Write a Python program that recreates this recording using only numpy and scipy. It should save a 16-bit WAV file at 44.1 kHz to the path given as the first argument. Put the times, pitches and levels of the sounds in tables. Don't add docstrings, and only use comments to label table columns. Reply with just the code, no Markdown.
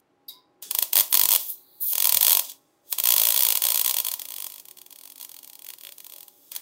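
import sys
import numpy as np
from scipy import signal
from scipy.fft import rfft, irfft, next_fast_len
from scipy.io import wavfile
from scipy.ndimage import uniform_filter1d

SR = 44100
rng = np.random.default_rng(int(sys.argv[2]) if len(sys.argv) > 2 else 0)


def pcm_store(signal):
    levels = np.round(np.clip(np.atleast_2d(signal), -1, 1) * 32767)
    wavfile.write(sys.argv[1], SR, levels.astype(np.int16).T)


N = 291501
T = np.arange(N) / SR

# [f/Hz, relative level per Hz/dB]
SHOP_SPECTRUM = [(30, -21.5), (150, -1.5), (230, -5.5), (310, 5), (450, -0.5), (1000, -7.5), (4000, -22),
                 (15000, -36.5)]
# [f/Hz, rms level/dB]
FAN_TONES = [(274, -76), (367, -76.5), (581, -80.5), (818, -75.5), (1087, -83)]
# [f/Hz, t60/s]
WALL_DECAY = [(500, 0.48), (14000, 0.099)]
# [f/Hz, width/Hz, relative level/dB, t60/s]
VALVE_MODES = [(1001, 30, -16.5, 0.49), (2140, 59, -28.5, 0.33), (3810, 220, -7, 0.29),
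               (4850, 520, -11, 0.3), (13360, 310, 4, 0.072)]
# [f/Hz, relative level per Hz/dB]
PUFF_SPECTRUM = [(1500, -30.0), (4000, 18.0), (14000, 28.0)]
# [t/s, f/Hz, width/Hz, level/dB, t60/s]
WIRE_LURCHES = [(0.628, 1600, 800, -60, 0.5), (0.64, 380, 170, -60, 2.5), (0.645, 180, 90, -63, 0.5),
                (6.522, 1900, 1300, -56, 0.6)]
# [t/s, spread/s, level/dB]
LOW_THUDS = [(1.0, 0.023, -51), (1.27, 0.085, -61.5), (2.168, 0.028, -45.5), (2.331, 0.026, -68),
             (3.1, 0.073, -63), (3.45, 0.08, -68.5), (3.849, 0.22, -72)]
# [f/Hz, relative level per Hz/dB]
THUD_SPECTRUM = [(20, -7.0), (80, 2.5), (250, -7.0), (500, -36.0), (16000, -64.0)]
# [f/Hz, relative level per Hz/dB]
ARC_HISS = [(600, -11.5), (1100, -11), (1500, -23.5), (3200, -9.5), (7500, -8), (10500, -8), (12100, -4),
            (14000, -2.5)]
# [t/s, treble level/dB, middle over treble/dB]
SIZZLE_STRETCHES = [
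    [(.622, -39, -1.5), (.712, -59.5, 8)],
    [(1.04, -49, -20), (1.09, -52, -24), (1.12, -19, -29)],
    [(1.39, -28.5, -9), (1.46, -36.5, -12), (1.5, -25.5, -20), (1.57, -47.5, -9.5), (1.66, -58, -7),
     (1.8, -51.5, -11), (1.812, -23.5, -24.5), (1.935, -22, -14.5)],
    [(2.44, -39.5, 1), (2.48, -47, -2), (2.5, -41, 2), (2.52, -58.5, 9), (2.6, -79, 6), (2.83, -78.5, 0.5),
     (2.885, -54, -6), (2.925, -24, -26)],
    [(5.8, -53, -14), (6.29, -60.5, -7.5), (6.512, -53.5, -8.5), (6.522, -47, 0), (6.61, -63, 4)],
]
# [f/Hz, width/Hz, relative level/dB]
HOLLOW_MODES = [(344, 150, -33.5), (2860, 850, -20.5), (584, 70, -33.5), (1022, 56, -13), (3413, 290, -5),
                (4250, 590, -8), (6364, 370, -8), (8580, 530, -5), (10985, 790, -6.5), (12330, 440, -2),
                (13710, 480, 0.), (14840, 890, 0), (930, 330, -24.5)]
# [t/s, spread/s, f/Hz, added level/dB]
MODE_SWELLS = [(1.152, 0.37, 343.4, 15.5), (2.2, 0.051, 430, 13), (1, .16, 1800, -19),
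               (0.54, 0.085, 600, -18), (4.9, 1.2, 13360, -5), (5.88, 0.085, 600, 35),
               (6.15, 0.077, 602, 32), (4.7, 0.04, 600, 1), (5.7, 0.054, 2700, 16),
               (5.869, 0.045, 2960, 20), (7.6, 0.054, 3600, 22)]
POP_TIMES = [0.625, 0.7112, 0.75, 0.7877, 0.826, 0.932, 0.9561, 0.9682, 0.9775, 0.9878, 0.9984, 1.008,
             1.1278, 1.1433, 1.1524, 1.1731, 1.1955, 1.2142, 1.236, 1.2557, 1.2893, 1.3076, 1.3177, 1.3273,
             1.3369, 1.3502, 1.3607, 1.4325, 1.9327, 1.9544, 1.981, 2.0027, 2.0239, 2.0442, 2.0547, 2.0719,
             2.0937, 2.1236, 2.1459, 2.1713, 2.2103, 2.2289, 2.2485, 2.2675, 2.2811, 2.2959, 2.3073, 2.3192,
             2.3299, 2.3506, 2.3715, 2.3948, 2.4975, 2.5183, 2.9267, 2.9852, 3.0006, 3.0387, 3.0559, 3.0722,
             3.0888, 3.1052, 3.1222, 3.1392, 3.164, 3.1811, 3.1985, 3.2175, 3.2358, 3.2531, 3.2706, 3.288,
             3.3053, 3.3231, 3.3441, 3.3625, 3.3766, 3.3925, 3.4071, 3.4235, 3.4339, 3.4508, 3.4677, 3.4871,
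             3.5046, 3.5234, 3.554, 3.5732, 3.6212, 3.6391, 3.6523, 3.6686, 3.6869, 3.7038, 3.7204, 3.745,
             3.7581, 3.7755, 3.7953, 3.8141, 3.8466, 3.8617, 3.8788, 3.896, 3.9107, 3.9427, 3.9681, 3.9859,
             4.0017, 4.0487, 4.0675, 4.0856, 4.1162, 4.1392, 4.1961, 4.2182, 4.2544, 4.2871, 4.3056, 4.3209,
             4.3402, 4.3635, 4.3839, 4.4032, 4.4229, 4.444, 4.4669, 4.5007, 4.5216, 4.5407, 4.5601, 4.5816,
             4.5989, 4.6545, 4.6853, 4.7116, 4.7722, 4.7866, 4.8165, 4.8635, 4.9075, 4.9266, 4.9598, 4.9881,
             5.0118, 5.0364, 5.0557, 5.0759, 5.1009, 5.1213, 5.1581, 5.1802, 5.2002, 5.212, 5.2287, 5.2489,
             5.2937, 5.3167, 5.3433, 5.3662, 5.3895, 5.4312, 5.446, 5.4762, 5.4991, 5.5324, 5.5544, 5.5927,
             5.6215, 5.6462, 5.6661, 5.6882, 5.7033, 5.7369, 5.7853, 5.8108, 5.8358, 5.8504, 5.8703, 5.8913,
             5.9228, 5.9823, 6.0038, 6.0456, 6.0665, 6.0988, 6.1224, 6.1373, 6.1617, 6.1836, 6.2072, 6.2304,
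             6.2818, 6.5187, 6.5516, 6.5631]
# [t/s, relative level/dB]
POP_LEVELS = [(0.625, -23.5), (0.712, -8), (0.8, -3), (1.14, -2), (1.37, -4.5), (1.435, -36), (1.93, -8.5),
              (2.16, -1), (2.4, -3.5), (2.5, -25), (2.55, -33), (2.92, -4.5), (3.0, -7.5), (3.11, -2),
              (3.3, -5), (3.5, -5), (3.9, -7), (4.14, -11.5), (4.29, -21), (4.39, -19), (4.47, -16.5),
              (4.51, -25.5), (4.8, -28), (5.195, -28.5), (5.215, -21.5), (5.3, -27), (5.62, -29),
              (5.7, -23), (5.78, -28.5), (6.0, -26), (6.28, -29), (6.52, -18.5), (6.552, -20),
              (6.564, -15.5)]
# [delay/ms, level/dB]
PANEL_ECHOES = [(2.1, -15), (3.1, -16), (4.9, -17)]


def amp(db):
    return 10 ** (np.asarray(db) / 20)


def unit(x):
    return x / np.sqrt(np.mean(x ** 2) + 1e-20)


def read(points, hz):
    f, value = np.transpose(points)
    return np.interp(np.log(hz + 1), np.log(f + 1), value)


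def band_filter(x, order, edge, kind="high"):
    return signal.sosfilt(signal.butter(order, edge, kind, fs=SR, output="sos"), x)


def noise(points):
    size = next_fast_len(N)
    colour = amp(read(points, np.fft.rfftfreq(size, 1 / SR)))
    white = rng.standard_normal(size)
    return unit(irfft(rfft(white) * colour, size)[:N])


def ring(x, hz, width):
    r = np.exp(-np.pi * width / SR)
    pole = [1, -r * np.exp(2j * np.pi * hz / SR)]
    return 2 * signal.lfilter([(1 - r) ** 2], np.convolve(pole, pole), x).real


def flicker(depth_db, ms):
    length = max(int(ms * SR / 1000), 1)
    wander = unit(uniform_filter1d(rng.standard_normal(N), length))
    return unit(amp(depth_db * wander))


def shop(room_db=-69):
    tones = sum(amp(db) * unit(ring(rng.standard_normal(N), hz, 4.1)) for hz, db in FAN_TONES)
    return amp(room_db) * noise(SHOP_SPECTRUM) + tones


def walls(x):
    hz, t, bins = signal.stft(rng.standard_normal(SR // 2), SR, nperseg=256)
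    decay = amp(-60 * t / read(WALL_DECAY, hz)[:, None])
    tail = signal.istft(bins * decay, SR, nperseg=256)[1]
    return signal.oaconvolve(x, tail / np.linalg.norm(tail))[:N]


def valve(start_s=0.28, body_db=-32.5, puff_db=-36.5):
    t = np.maximum(T - start_s, 0)
    rattle = rng.standard_normal(N)
    body = np.zeros(N)
    for hz, width, db, t60 in VALVE_MODES:
        build_up = np.minimum(t * width / 2.24, 1) ** 2
        body += amp(db - 60 * t / t60) * unit(ring(rattle, hz, width)) * build_up
    puff = noise(PUFF_SPECTRUM) * np.minimum(t / 0.019, 1) * amp(-60 * t / 0.18)
    return amp(body_db) * body * flicker(1.3, 3.3) + amp(puff_db) * puff


def feeder():
    out = np.zeros(N)
    for start_s, hz, width, db, t60 in WIRE_LURCHES:
        t = np.maximum(T - start_s, 0)
        rise = np.minimum(t * hz / 10, 1)
        out += amp(db - 60 * t / t60) * unit(ring(rng.standard_normal(N), hz, width)) * rise
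    return out


def thuds():
    power = sum(amp(2 * db) * np.exp(-((T - s) / spread) ** 2) for s, spread, db in LOW_THUDS)
    return np.sqrt(power) * noise(THUD_SPECTRUM) * flicker(4.5, 15.)


def hollow(x):
    return sum((-1) ** k * amp(db) * ring(x, hz, width) for k, (hz, width, db) in enumerate(HOLLOW_MODES))


def sizzle():
    hiss = noise(ARC_HISS)
    hiss = hiss + hollow(hiss) * 2
    lull = np.exp(-((T - 1.72) / 0.15) ** 2)
    narrow = (1 - .8 * lull) * hiss + 4. * lull * ring(hiss, 4200, 650)
    treble = unit(band_filter(hiss, 4, 11000))
    middle = unit(band_filter(narrow, 4, [2500, 9500], "band"))
    out = np.zeros(N)
    for rows in SIZZLE_STRETCHES:
        s, treble_db, middle_db = np.transpose(rows)
        edges = np.clip(np.minimum(T - s[0], s[-1] - T) / 0.0066, 0, 1)
        mix = treble + amp(np.interp(T, s, middle_db)) * middle
        out += edges * amp(np.interp(T, s, treble_db)) * mix
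    return out * flicker(0.89, 0.9)


def pop_snaps(at, pop_db, vary_db=1.74, low_db=-3.5):
    luck = rng.standard_normal((len(at), len(HOLLOW_MODES)))
    snaps, n = np.zeros(N), np.arange(2048)
    for k, (hz, width, mode_db) in enumerate(HOLLOW_MODES):
        swell_db = sum(up_db * np.exp(-((at / SR - when) / spread) ** 2 - (6.1 * np.log(hz / boom_hz)) ** 2)
                       for when, spread, boom_hz, up_db in MODE_SWELLS)
        train = np.zeros(N)
        train[at] = amp(pop_db + mode_db + vary_db * luck[:, k] + swell_db)
        decay = np.pi * width / SR
        start = amp(low_db) if hz < 5000 else decay * n
        mode = 2 * decay * start * np.exp(-decay * n) * np.sin(2 * np.pi * hz * n / SR)
        mode = band_filter(mode, 2, 0.58 * hz)
        snaps += signal.oaconvolve(train, mode)[:N]
    return snaps


def pop_spits(at, pop_db, neck_ms=1.13, spit_ms=2.13, burn_db=-13.0, burn_ms=20.6):
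    power = np.zeros(N)
    power[at] = amp(2 * pop_db)
    ms = np.arange(-8000, 8001) * 1000 / SR
    after = np.exp(-abs(ms) / spit_ms) + amp(2 * burn_db) * np.exp(-abs(ms) / burn_ms)
    shape = np.where(ms < 0, np.exp(-abs(ms) / neck_ms), after)
    envelope = np.sqrt(abs(signal.oaconvolve(power, shape, "same")))
    hiss = noise(ARC_HISS)
    hiss = unit(hiss + 0.16 * hollow(hiss))
    return band_filter(envelope * hiss * flicker(1.3, 1.0), 6, 540.)


def pops(snap_db=24.5, spit_db=-10.5, cold_db=-2.5, cold_s=0.043):
    s = np.ravel(POP_TIMES)
    at = np.round(s * SR).astype(int)
    pop_db = np.interp(s, *np.transpose(POP_LEVELS))
    wait = np.diff(s, prepend=0)
    pop_db += cold_db * np.minimum(wait / cold_s, 1) ** 2
    direct = amp(snap_db) * pop_snaps(at, pop_db) + amp(spit_db) * pop_spits(at, pop_db)
    echoes = sum(amp(db) * np.roll(direct, int(delay * SR / 1000)) for delay, db in PANEL_ECHOES)
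    return direct + echoes


def scene():
    arc = pops()
    return (shop() + amp(-17.5) * walls(arc) + valve() + feeder() + thuds() + sizzle() + arc)[None]


def record(dry):
    thump = band_filter(dry ** 2, 4, [20, 55.], "band")
    squash = .85 * np.tanh(dry / .85) - dry
    bent = dry + band_filter(squash, 4, 500.) + 0.011 * thump
    low_pass = signal.firwin(1023, 15800, window=("kaiser", 9), fs=SR)
    return signal.oaconvolve(bent, low_pass[None], "same")


dry = scene()
out = record(dry)
pcm_store(out)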